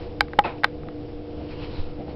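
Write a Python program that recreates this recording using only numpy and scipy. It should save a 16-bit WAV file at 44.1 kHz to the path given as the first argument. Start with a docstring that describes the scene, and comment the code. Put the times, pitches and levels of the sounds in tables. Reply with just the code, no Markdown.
"""A tumble dryer hums in a small room: wavering motor and fan tones over the low rumble of the drum,
with a few soft drops of laundry. Up close, fingers rub and click on the plastic case of a hand-held
camera: each contact rings the case, skin drags grainily, one finger slips with a squeak, and the grip
shifts with a dull bump. The recorder is narrow-band and overloads on the sharpest clicks."""
import sys
import numpy as np
from scipy import signal
from scipy.fft import rfft, irfft
from scipy.io import wavfile
from scipy.ndimage import uniform_filter1d

SR = 44100
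rng = np.random.default_rng(int(sys.argv[2]) if len(sys.argv) > 2 else 0)


def wrap_up_sound(samples):
    """Save the sound to the file named by the first command line argument, as 16-bit audio."""
    columns = np.atleast_2d(samples).T
    # keep every value between -1 and 1, then stretch to whole-number steps
    tamed = np.clip(columns, -1, 1)
    steps = np.round(tamed * 32767).astype(np.int16)
    wavfile.write(sys.argv[1], SR, steps)


N = 94815
FOCUS_OCT = 0.23  # width of the band that a contact favours
GRAIN_DB, GRAIN_PER_S = 1, 300  # roughness of skin on plastic


def undb(db):
    """Decibels to gain."""
    return 10 ** (np.asarray(db) / 20)


def walk(per_s):
    """Smooth random drift with a spread of 1."""
    hold = max(int(SR / per_s), 2)
    steps = rng.standard_normal(4096)[(np.arange(N) // hold) % 4096]
    drift = uniform_filter1d(uniform_filter1d(steps, hold), hold // 2)
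    return (drift - drift.mean()) / drift.std()


def focus(hz, centre_hz):
    """A narrow bell of height 1 around one frequency."""
    return np.exp(-(np.log2(hz / centre_hz) / FOCUS_OCT) ** 2)


def noise(colour, focus_hz=1000, focus_db=0):
    """Noise of rms 1, coloured by (Hz, dB) points and an optional narrow boost."""
    hz, db = np.array(colour).T
    bins_hz = np.maximum(np.fft.rfftfreq(N, 1 / SR), 1)
    shape_db = np.interp(np.log(bins_hz), np.log(hz), db) + focus_db * focus(bins_hz, focus_hz)
    coloured = irfft(rfft(rng.standard_normal(N)) * undb(shape_db), N)
    return coloured / coloured.std()


def swells(t, rows):
    """An envelope of bell-shaped rises from (centre s, dB, half length s) rows."""
    return np.sqrt(sum(undb(db) ** 2 * np.exp(-((t - at) / half) ** 2) for at, db, half in rows))


def dryer():
    """Motor, fan and drum tones waver with the load over the rumble of drum and air."""
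    # The hum. Each row: pitch in Hz, level in dB, level wobble in dB.
    tones = [(24.9, -46.5, 4.5), (71.98, -47.5, 4), (99.1, -47, -1), (124.3, -55.5, 5), (147.8, -52, 4.5),
             (221.9, -54, -0.5), (299.8, -42, 2.5), (349.9, -52, 0), (474.5, -44.5, 1.5), (494.4, -48.5, 2)]
    # Rumble of drum and air. Each row: frequency in Hz, relative level in dB.
    rumble_colour = [(15, 3), (42, -9.5), (75, -5.5), (160, -5.5), (250, -9.5), (310, -2.5), (420, -5),
                     (520, -9.5), (700, -9.5), (1000, -22.5), (1800, -30), (2800, -28.5), (4200, -34),
                     (5600, -35)]
    waver_hz, rumble_db, tumble_db = 1.0, -40, 1
    hum = 0
    for hz, db, wobble_db in tones:
        turns = np.cumsum(hz + waver_hz * walk(per_s=8.97)) / SR + rng.random()
        throb = undb(db + wobble_db * walk(per_s=16))
        hum += np.sqrt(2) * throb * np.sin(2 * np.pi * turns)
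    return hum + noise(rumble_colour) * undb(rumble_db + tumble_db * walk(per_s=10.28))


def hand_rubs(t):
    """Skin slides over plastic with a soft, grainy hiss and rumbles through the case."""
    # The slides. Each row: centre in seconds, level in dB, half length in seconds, favoured Hz.
    rubs = [(0.02, -46.5, 0.037, 900), (0.581, -53.5, .014, 2660), (1.516, -45, 0.02, 2350),
            (1.622, -49, 0.16, 3000), (1.634, -42, .032, 3000), (1.771, -45, 0.049, 3800),
            (1.873, -52.5, 0.08, 1300), (2.104, -48, 0.025, 850)]
    # Friction hiss. Each row: frequency in Hz, relative level in dB.
    hiss_colour = [(300, -14.5), (900, 5.5), (1300, -2), (1800, -5.5), (2400, -2), (3000, -5.5),
                   (3500, -9.5), (4100, -5), (5500, -13)]
    # Rumble through the case. Each row: frequency in Hz, relative level in dB.
    grip_colour = [(35, -9.5), (70, -1.5), (150, -11.5), (300, -23.5), (1000, -45)]
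    grip = undb(4) * noise(grip_colour)
    out = np.zeros(N)
    for at, db, half, focus_hz in rubs:
        hiss = noise(hiss_colour, focus_hz, focus_db=6.5)
        out += swells(t, [(at, db, half)]) * (hiss + grip)
    return out * undb(GRAIN_DB * walk(GRAIN_PER_S))


def case_clicks(t):
    """Each contact cracks and rings the case in its own balance of modes; the room answers faintly."""
    # Modes of the plastic case. Each row: frequency in Hz, level in dB, seconds to fall 60 dB.
    modes = [(194.5, -32.5, 0.067), (545.6, -13, 0.017), (825.6, -10.5, 0.045), (1072, -13, 0.026),
             (1259, -9.5, 0.02), (1560, -10, .017), (1952, -4.5, 0.012), (2272, -15.5, 0.023),
             (2687, -12, 0.0093), (3130, -28, 0.024), (3507, -17.5, 0.013), (4046, -19.5, 0.012),
             (4853, -19, 0.0066)]
    # Finger contacts. Each row: start in seconds, gain in dB, tilt in dB per octave, favoured Hz.
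    contacts = [(0.207, 0, 3, 4840), (0.2083, -8, 5.5, 1510), (0.2822, -33.5, 2.5, 1100),
                (0.3333, -24, -3, 1630), (0.3871, -16, -10, 876), (0.3893, 1.5, -4, 724),
                (0.6345, -12.5, -1.5, 1680), (0.6417, -14.5, 6.5, 2045), (0.6430, 0.5, 2.5, 1430),
                (0.6450, -10.5, 6, 1144), (0.6472, -14.5, -3.5, 2521), (0.8327, -38.5, -5, 1300),
                (0.8853, -31, 0.5, 1246), (2.0802, -39.5, -8, 838)]
    # The crack of the attack. Each row: frequency in Hz, relative level in dB.
    crack_colour = [(200, -27.5), (600, 17.5), (2200, -14.5), (5500, -5)]
    crack_db, crack_decay_s = -21, 0.00098
    focus_db, pivot_hz, contact_s = 8.5, 1730, 0.00033
    room_db, room_t60_s = -26, 0.15
    out, crack = np.zeros(N), noise(crack_colour)
    for at, db, tilt_db, focus_hz in contacts:
        live = (t >= at) & (t < at + 0.2)
        age = t[live] - at
        out[live] += undb(db + crack_db) * crack[live] * np.exp(-age / crack_decay_s)
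        attack = 1 - np.exp(-age / contact_s)
        for k, (hz, mode_db, t60) in enumerate(modes):
            colour_db = tilt_db * np.log2(hz / pivot_hz) + focus_db * focus(hz, focus_hz)
            ring = np.sin(2 * np.pi * hz * age) * undb(-60 * age / t60)
            out[live] += (-1) ** k * undb(db + mode_db + colour_db) * ring * attack
    room = rng.standard_normal(N) * undb(-60 * t / room_t60_s)
    return out + undb(room_db) * signal.fftconvolve(out, room / np.linalg.norm(room))[:N]


def finger_slip(t):
    """A finger slips off the case: a short, grainy scuff that starts with a squeak."""
    # The scuff. Each row: frequency in Hz, relative level in dB.
    scuff_colour = [(100, -10), (400, -1), (900, 5.5), (1150, -5.5), (1750, -9.5), (2600, -8), (3100, -18),
                    (3900, -18.5), (5500, -32)]
    start_s, attack_s, hold_s, decay_s = 0.4392, 0.0055, 0.021, 0.036
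    squeak_hz, jitter, squeak_decay_s = 2620, 0.02, 0.015
    age = np.maximum(t - start_s, 0)
    envelope = np.minimum(age / attack_s, 1) * np.exp(-np.maximum(age - hold_s, 0) / decay_s)
    scuff = envelope * noise(scuff_colour) * undb(GRAIN_DB * walk(GRAIN_PER_S))
    turns = np.cumsum(squeak_hz * (1 + jitter * walk(GRAIN_PER_S))) / SR
    squeak = (age > 0) * np.exp(-age / squeak_decay_s) * np.sin(2 * np.pi * turns)
    return undb(-24.5) * scuff + undb(-29.5) * squeak


def laundry_drops(t):
    """Laundry falls in the drum with soft thuds."""
    # The landings. Each row: centre in seconds, level in dB, half length in seconds.
    drops = [(0.883, -41.5, 0.033), (1.412, -40, 0.036), (2.011, -35, 0.025), (2.107, -38.5, 0.032)]
    # The thud. Each row: frequency in Hz, relative level in dB.
    thud_colour = [(60, -17), (160, 4), (400, -4.5), (700, -2), (1100, -27.5), (2500, -27.5), (5500, -44)]
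    return noise(thud_colour) * swells(t, drops)


def camera_bump(t):
    """The grip shifts and bumps the camera: one dull knock of low, damped tones."""
    # Tones of the bump. Each row: start in seconds, pitch in Hz, level in dB, decay in seconds.
    tones = [(1.775, 85.3, -21.5, 0.035), (1.785, 13.5, -16.5, 0.072)]
    rise_s = 0.0076
    out = np.zeros(N)
    for at, hz, db, decay_s in tones:
        age = np.maximum(t - at, 0)
        envelope = (1 - np.exp(-age / rise_s)) * np.exp(-age / decay_s)
        out += undb(db) * envelope * np.sin(2 * np.pi * hz * age)
    return out


def scene():
    """The dryer with the handling sounds in front of it, in mono."""
    t = np.arange(N) / SR
    mix = dryer() + hand_rubs(t) + case_clicks(t) + finger_slip(t) + laundry_drops(t) + camera_bump(t)
    return mix[None]


def record(dry):
    """A narrow-band recorder: the input overloads, and its filter's overshoot is clipped again."""
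    band_hz, top_hz, input_limit, output_limit = 5800, 16000, 0.65, 0.71
    band_filter = signal.cheby2(14, 80, band_hz * 8 / 7, fs=SR, output="sos")
    top_filter = signal.ellip(8, 0.2, 70, top_hz, fs=SR, output="sos")
    narrow = signal.sosfilt(band_filter, np.clip(dry, -input_limit, input_limit))
    return signal.sosfilt(top_filter, np.clip(narrow, -output_limit, output_limit))


dry = scene()
out = record(dry)
wrap_up_sound(out)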